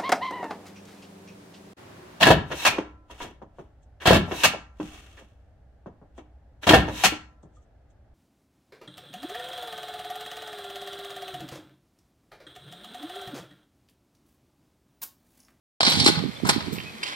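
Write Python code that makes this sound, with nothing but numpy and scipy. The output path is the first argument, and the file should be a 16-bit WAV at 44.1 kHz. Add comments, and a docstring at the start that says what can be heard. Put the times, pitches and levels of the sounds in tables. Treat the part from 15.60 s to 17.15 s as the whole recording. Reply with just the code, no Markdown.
"""A concrete skatepark. Close on the left a stunt scooter rolls, rattles and lands twice: knocks crack
through its deck and set its metal parts ringing. Farther off on the right another rolls along a ramp deck,
squeaks and clacks. Walls return a short echo, with the town faint in the distance. Right at the
microphones a finger shifting on the phone thuds and rumbles, mostly on the right one."""
import sys
import numpy as np
from scipy import signal
from scipy.fft import rfft, irfft
from scipy.io import wavfile
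from scipy.ndimage import uniform_filter1d

SR = 44100
rng = np.random.default_rng(int(sys.argv[2]) if len(sys.argv) > 2 else 0)


def transcribe(signal):
    """Save signal, clipped to [-1, 1], as a 16-bit WAV file at the path in sys.argv[1]."""
    frames = np.atleast_2d(signal).T
    limited = np.clip(frames, -1, 1)
    pcm = np.round(limited * 32767).astype(np.int16)
    wavfile.write(sys.argv[1], SR, pcm)


N = 68355
T = np.arange(N) / SR

# near scooter's knocks: t/s, level/dB, t60/s, then offsets for body/dB, treble/dB, metal ring/dB
KNOCKS = [(.2055, -10.5, 0.041, 5, -3, -2), (0.2299, -10, 0.025, 7, 2, -6),
          (.2505, -12.5, 0.036, 0, 3, 0.5), (.264, -11, 0.055, -1.5, -1, -1.5),
          (.275, -15, 0.15, 0, 0.5, 2.5), (.295, -20, 0.087, -18, 8, -17),
          (0.319, -11, 0.048, -2.5, 0, -3.5), (0.333, -20.5, 0.075, 3, 7, -2),
          (0.351, -21.5, 0.2, -9, -1, 1), (0.388, -21, 0.21, -7, 1.5, 1), (0.399, -14, 0.044, -24, 1, 5),
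          (.443, -19.5, 0.23, -20, 4, -11), (0.4602, -7.5, 0.052, 2.5, 5, -5),
          (.4745, -10, 0.083, 2.5, 6, -9), (0.553, -28.5, 0.053, 8, -12, 3.5),
          (0.577, -26.5, 0.052, 8, -6, -20), (0.589, -25, 0.044, 0, -13, -33),
          (0.849, -31.5, 0.15, 15, 7, -8), (.866, -30.5, 0.27, 8.5, 11, -22),
          (.889, -16.5, 0.046, 14.5, 15.5, -20), (.892, -9, 0.059, 4, 9, -10),
          (0.896, -16, 0.047, 3, 2, -26), (0.929, -24, 0.084, 2, -12, -3.5),
          (1.005, -24.5, 0.051, 7.5, -22, -14), (1.057, -38, 0.061, 11.5, 5, -6),
          (1.124, -43.5, 0.21, -14, 16, -11)]
# spectrum of a knock: f/Hz, level/dB
KNOCK_COLOUR = [(100, -18), (350, -4.5), (560, -3.5), (800, -1.5), (1500, -1), (1850, -2.5), (2200, 3.5),
                (2650, -0.5), (3300, 3), (4300, -1), (5300, -3.5), (6200, -7.5), (8500, -14.5),
                (10600, -12), (11600, -31), (13000, -40), (13900, -39), (15000, -56)]
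# short resonances of the deck: f/Hz, width/Hz, level/dB
DECK_MODES = [(819, 29, -5.5), (960, 55, -6.5), (1236, 78, -5), (1479, 54, -1.5), (2160, 90, -12),
              (3110, 90, -10.5), (3760, 57, -9), (4140, 47, 8), (4510, 47, -4), (5340, 120, -4.5),
              (7700, 53, -1), (8550, 69, -1), (9290, 51, 3), (10490, 130, 0)]
# modes of bar and fork: f/Hz
METAL_HZ = [780, 825, 1670, 2160, 3108, 3543, 3768, 3964, 4190, 4383, 4570, 4817, 4880, 5090, 5280, 5640]
# strength and decay of those modes: level/dB, t60/s
METAL_RING = [(-15.5, 0.23), (-16, .25), (-17.5, 0.33), (-19, 0.36), (-18, 0.21), (-11.5, 0.26), (-8, 0.24),
              (-4, 0.29), (-1, 0.16), (-4.5, 0.32), (-7.5, 0.2), (-10, 0.14), (-2.5, 0.14), (-11, 0.12),
              (-8, 0.14), (-9, .12)]
# hollow tocks of wheels meeting concrete: t/s, level/dB, f/Hz, t60/s
WHEEL_TOCKS = [(.2055, -9, 704, 0.022), (.2297, -21, 1130, 0.062), (.4608, -17.5, 825, 0.13),
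               (.801, -30, 610, 0.024), (.8915, -13.5, 924, 0.018)]
# thin, very high pings at some knocks: t/s, level/dB
HIGH_PINGS = [(0.291, -39.5), (.47, -44), (0.869, -38), (.893, -55), (1.124, -40.5)]
# near wheels rolling: t/s, level/dB
NEAR_ROLL = [(.2, -27), (.3, -27.5), (.45, -28.5), (.53, -31.5), (.62, -45), (.69, -54), (.83, -52),
             (.91, -33.5), (1.02, -45), (1.15, -50.5), (1.4, -53)]
# their spectrum: f/Hz, level/dB
NEAR_ROLL_COLOUR = [(150, -12.5), (450, -4), (800, -0.5), (1500, -8), (1900, -3.5), (2600, -8.5), (3300, 3),
                    (4200, 3.5), (5300, -8), (6300, -11.5), (10000, -12.5), (12000, -27), (15000, -35)]
# near scooter across the microphones: f/Hz, left minus right/dB
NEAR_BALANCE = [(300, -0.5), (900, 1), (2000, 0.5), (2700, 3), (3500, 4), (4500, -8), (7000, -6.5),
                (11000, -5.5), (14000, -0.5)]
# far scooter's clacks: t/s, level/dB, t60/s, treble offset/dB, ring offset/dB, left minus right/dB
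CLACKS = [(1.171, -46, 0.022, -9, -3, -7), (1.184, -26, 0.023, -16, -4, -5),
          (1.2011, -25.5, 0.011, -16, -2, -5.5), (1.234, -36.5, 0.044, 3, -7, -3),
          (1.4297, -23, 0.034, -1, -2, -1), (1.4338, -20, 0.028, 8.5, 0, -4),
          (1.464, -30.5, 0.2, 5, -16, -21), (1.4678, -28, 0.015, -7, -4, -9)]
# spectrum of a clack: f/Hz, level/dB
CLACK_COLOUR = [(200, -12.5), (1000, -1.5), (1500, -1), (2000, 2.5), (2800, 5.5), (3800, 1), (4900, 2),
                (6300, -12.5), (8800, -10.5), (11500, -21), (15000, -41)]
# its hollow ring: f/Hz, level/dB, t60/s
CLACK_MODES = [(1007, -17, 0.088), (1855, -4, 0.032), (2330, 2.5, 0.017), (2767, 2.5, 0.025),
               (3100, -8, 0.091), (4820, -6.5, 0.023)]
# far wheels rolling: t/s, level/dB
FAR_ROLL = [(.2, -44), (.8, -46), (1.2, -43.5), (1.3, -47.5), (1.415, -47), (1.45, -36.5), (1.49, -34),
            (1.55, -37.5)]
# their spectrum: f/Hz, level/dB
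FAR_ROLL_COLOUR = [(120, -25), (300, -1), (700, -2), (1000, 4.5), (1600, 1.5), (2300, 6), (2750, -2.5),
                   (3150, 5), (3900, -0.5), (5000, -4.5), (6000, -9.5), (9000, -16.5), (11000, -20),
                   (15000, -43)]
# thin wheel squeaks: t/s, length/s, f/Hz, level/dB
SQUEAKS = [(0.758, 0.022, 3480, -39), (1.249, 0.065, 2520, -39.5), (1.33, .06, 2500, -63)]
# finger thuds: t/s, level/dB, f/Hz, swell time constant/s, left minus right/dB
THUDS = [(0.275, -12, 248, 0.0021, -20), (0.371, -12, 216, 0.0017, -25), (0.381, -19, 174, 0.0012, -18),
         (.427, -17, 254, 0.0054, -31), (0.4628, -4.5, 313, 0.0016, 24), (0.4867, -5, 292, 0.001, -27),
         (0.499, -7, 302, 0.00094, -31), (0.524, -21.5, 260, 0.0014, -10), (0.57, -18, 162.5, 0.0035, -8.5),
         (0.623, -19, 234, 0.0016, -37), (.638, -12, 305, 0.00081, -34), (.650, -19, 282, .002, -27),
         (.661, -14.5, 260, 0.0014, -29), (0.677, -24, 219, 0.0035, -27), (0.69, -21.5, 187, 0.0018, -28),
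         (0.8337, -9, 260, .0014, -30), (.961, -10.5, 258, 0.0017, -29), (0.978, -13.5, 204, 0.0014, -27),
         (1.082, -16.5, 250, 0.0013, -14), (1.095, -24, 196, 0.0029, -23), (1.180, -19, 240, 0.00069, -26),
         (1.26, -30.5, 176, .002, -32), (1.341, -37.5, 226, 0.006, 1.5)]
# finger rubbing: t/s, level/dB
RUB = [(.2, -37), (.28, -25.5), (.35, -26.5), (.46, -24.5), (.52, -26.5), (.6, -26), (.68, -24.5),
       (.72, -39.5), (.8, -47), (.85, -21), (.92, -27), (1.02, -34), (1.14, -28.5), (1.21, -42.5),
       (1.36, -47), (1.55, -60)]
# its spectrum: f/Hz, level/dB
RUB_COLOUR = [(25, -47), (55, -15.5), (100, -0.5), (170, 2), (290, -6), (420, -12), (600, -25),
              (1500, -51.5), (4000, -83)]
# spectrum of the distant town: f/Hz, level/dB
TOWN_COLOUR = [(30, -17), (110, -2), (230, -2), (500, -2.5), (900, -11), (1800, -10.5), (2400, -7.5),
               (3000, -24), (5200, -19), (5900, -22.5), (9500, -25.5), (13000, -26), (15000, -40)]

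NEAR_LAG_S, FAR_LAG_S = 0.0002414, -0.000379  # arrival at the right microphone after the left
NEAR_APART, FAR_APART = 0.52, 0.43  # gain of the noise each microphone hears alone
RING_DB, RING_SCATTER_DB, RING_SKEW_RAD = -10.5, 2.5, 0.74
FLUTTER_DB, FLUTTER_HZ = 4, 45
PING_HZ, PING_WIDTH_HZ = 14000, 310
ECHO_DB, ECHO_T60_S, ECHO_TREBLE_T60_S, ECHO_BUILD_S = -10, 0.61, 0.22, 0.005
START_S, LOW_CUT_HZ, TOP_HZ = 0.203, 36, 14800


def near_scooter():
    """Close left: deck, metal, pings and wheels, coloured differently at each microphone."""
    left, right = deck() + metal() + high_pings() + near_wheels()
    left = colour(left, [(hz, db / 2) for hz, db in NEAR_BALANCE], keep_power=False)
    right = colour(right, [(hz, -db / 2) for hz, db in NEAR_BALANCE], keep_power=False)
    return np.vstack([left, right])


def deck():
    """Knocks crack in three bands, heard directly and through the deck's resonances."""
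    crack = colour(mic_pair(NEAR_LAG_S, NEAR_APART, grain=0.42, rate_hz=900), KNOCK_COLOUR)
    body, rest = split(crack, 1890)
    middle, treble = split(rest, 6120)
    power = np.zeros((3, N))
    for start, db, t60, body_db, treble_db, _ in KNOCKS:
        band_gains = amp(db + np.array([[body_db], [0], [treble_db]]))
        power += (band_gains * blow(start, t60, attack=0.0015)) ** 2
    knocks = sum(np.sqrt(p) * band for p, band in zip(power, (body, middle, treble)))
    return amp(-3) * knocks + sum(amp(db) * resonate(knocks, hz, width) for hz, width, db in DECK_MODES)


def metal():
    """Each knock rings bar and fork with its own mix of modes, which flutter as the moving scooter turns."""
    starts, knock_db, *_, ring_db = np.array(KNOCKS).T
    out = np.zeros((2, N))
    for hz, (db, t60) in zip(METAL_HZ, METAL_RING):
        scatter, turn, skew = rng.standard_normal((len(starts), 3)).T
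        push_db = knock_db + ring_db + RING_DB + db + RING_SCATTER_DB * scatter
        left = amp(push_db) * np.exp(2j * np.pi * turn)
        right = left * np.exp(1j * (RING_SKEW_RAD * skew - 2 * np.pi * hz * NEAR_LAG_S))
        taps = np.zeros((2, N), complex)
        taps[:, (starts * SR).astype(int)] = left, right
        pole = np.exp((2j * np.pi * hz - np.log(1000) / t60) / SR)
        flutter = unit(amp(FLUTTER_DB * wander(FLUTTER_HZ)))
        out += flutter * signal.lfilter([1], [1, -pole], taps).imag
    return split(out, 9300)[0]


def near_wheels():
    """Wheels meet the concrete with hollow tocks and roll grittily over it."""
    tocks = sum(amp(db) * tone(start, hz, t60, NEAR_LAG_S) for start, db, hz, t60 in WHEEL_TOCKS)
    roll = colour(mic_pair(NEAR_LAG_S, NEAR_APART, grain=0.38, rate_hz=400), NEAR_ROLL_COLOUR)
    return tocks + curve(NEAR_ROLL) * roll


def high_pings():
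    """Thin, very high pings sound at some of the knocks."""
    band = resonate(rng.standard_normal((2, N)), PING_HZ, PING_WIDTH_HZ)
    band = unit(resonate(band, PING_HZ, PING_WIDTH_HZ))
    return band * sum(amp(db) * blow(start, t60=0.21, attack=0.0025) for start, db in HIGH_PINGS)


def far_scooter():
    """Farther right: wheels roll on a ramp deck; each clack is a crack and a hollow ring."""
    contacts = colour(mic_pair(FAR_LAG_S, FAR_APART, grain=0.45, rate_hz=600), CLACK_COLOUR)
    low, high = split(contacts, 3900)
    roll = colour(mic_pair(FAR_LAG_S, FAR_APART, grain=0.46, rate_hz=600), FAR_ROLL_COLOUR)
    out = curve(FAR_ROLL) * roll
    for start, db, t60, treble_db, ring_db, pan_db in CLACKS:
        crack = blow(start, t60, attack=0.00088) * (low + amp(treble_db) * high)
        ring = sum(amp(level) * tone(start, hz, decay, FAR_LAG_S) for hz, level, decay in CLACK_MODES)
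        out += amp(db) * sides(pan_db) * (crack + amp(ring_db) * ring)
    return out


def wheel_squeaks():
    """Brief tones of wavering pitch, alike at both microphones."""
    out = np.zeros(N)
    for start, length, hz, db in SQUEAKS:
        waver = 1 + 0.0098 * unit(uniform_filter1d(rng.standard_normal(N), size=150))
        arch = np.sin(np.pi * np.clip((T - start) / length, 0, 1))
        out += amp(db) * arch * np.sin(2 * np.pi * np.cumsum(hz * waver) / SR)
    return out


def finger():
    """Handling noise: skin sticks and slips on the case, in dull thuds over an uneven rumble."""
    rub = colour([grit(grain=0.41, rate_hz=120) for _ in range(2)], RUB_COLOUR)
    out = rub * curve(RUB) * sides(-18.5)
    for start, db, hz, swell, pan_db in THUDS:
        age = np.clip(T - start, 0, 20 * swell)
        shape = (age / (2 * swell)) ** 2 * np.exp(2 - age / swell)
        out += amp(db) * sides(pan_db) * shape * np.sin(2 * np.pi * hz * age)
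    return out


def walls(x):
    """Diffuse echo from ramps and fence; its treble dies first."""
    low, high = split(rng.standard_normal((2, N)), 5200)
    decay = blow(0, ECHO_T60_S, ECHO_BUILD_S)
    tail = (low * decay + high * blow(0, ECHO_TREBLE_T60_S, ECHO_BUILD_S)) / np.linalg.norm(decay)
    return amp(ECHO_DB) * signal.fftconvolve(x, tail, axes=1)[:, :N]


def town():
    """The distant town: a faint, wide wash of noise."""
    return amp(-46.5) * colour(mic_pair(lag_s=0, apart=0.72, grain=0.15, rate_hz=29.1), TOWN_COLOUR)


def amp(db):
    return 10 ** (np.asarray(db) / 20)


def unit(x):
    return x / np.sqrt(np.mean(x ** 2))


def curve(rows):
    """Gain over time from rows of t/s, level/dB."""
    return amp(np.interp(T, *np.array(rows).T))


def sides(db):
    """Microphone gains for left minus right in dB; the louder stays at 1."""
    return amp(np.minimum([[db], [-db]], 0))


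def colour(x, points, keep_power=True, size=4096):
    """Minimum-phase filter through rows of f/Hz, level/dB."""
    hz, db = np.array(points, float).T
    gain = amp(np.interp(np.log(np.fft.rfftfreq(size, 1 / SR) + 1), np.log(hz), db))
    cepstrum = irfft(np.log(gain))
    cepstrum[1:size // 2] *= 2
    cepstrum[size // 2 + 1:] = 0
    impulse = irfft(np.exp(rfft(cepstrum)))
    if keep_power:
        impulse /= np.linalg.norm(impulse)
    return signal.fftconvolve(np.atleast_2d(x), impulse[None], axes=1)[:, :N]


def split(x, hz):
    """The parts below and above a frequency."""
    low = signal.sosfiltfilt(signal.butter(4, hz, fs=SR, output="sos"), x)
    return low, x - low


def resonate(x, hz, width_hz):
    """One resonance, gain 1 at its centre."""
    return signal.lfilter(*signal.iirpeak(hz, hz / width_hz, fs=SR), x)


def wander(rate_hz):
    """A line through rate_hz random values a second."""
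    return np.interp(T * rate_hz, np.arange(N), rng.standard_normal(N))


def grit(grain, rate_hz):
    """Noise of tiny contacts; more grain makes their strength less even."""
    strength = np.exp(grain * wander(rate_hz))
    return unit(rng.standard_normal(N) * strength)


def mic_pair(lag_s, apart, grain, rate_hz):
    """Grit at both microphones: a shared part, lag_s later on the right, and an unrelated part."""
    common, left, right = (grit(grain, rate_hz) for _ in range(3))
    shared = np.array([common, np.interp(T - lag_s, T, common)])
    return np.sqrt(1 - apart ** 2) * shared + apart * np.array([left, right])


def blow(start, t60, attack):
    """Quick rise and exponential fall; times in seconds."""
    age = np.maximum(T - start, 0)
    return (1 - np.exp(-age / attack)) * np.exp(-np.minimum(np.log(1000) * age / t60, 20))


def tone(start, hz, t60, lag_s):
    """One struck mode at both microphones."""
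    age = T - start - np.array([[0], [lag_s]])
    return blow(start, t60, attack=0.00043) * np.sin(2 * np.pi * hz * age)


def scene():
    """Only the scooters reach the walls; town and finger stay dry."""
    scooters = near_scooter() + far_scooter() + wheel_squeaks()
    return scooters + town() + walls(scooters) + finger()


def record(dry):
    """The microphone ports ring high up; the sound cuts in, and deep bass and top are cut off."""
    port_ring = amp(3) * resonate(dry, hz=13750, width_hz=180)
    out = signal.sosfilt(signal.butter(2, LOW_CUT_HZ, "high", fs=SR, output="sos"), dry + port_ring)
    out *= np.clip((T - START_S) / 0.0018, 0, 1)
    return signal.sosfilt(signal.ellip(8, .2, 80, TOP_HZ, fs=SR, output="sos"), np.clip(out, -1, 1))


dry = scene()
out = record(dry)
transcribe(out)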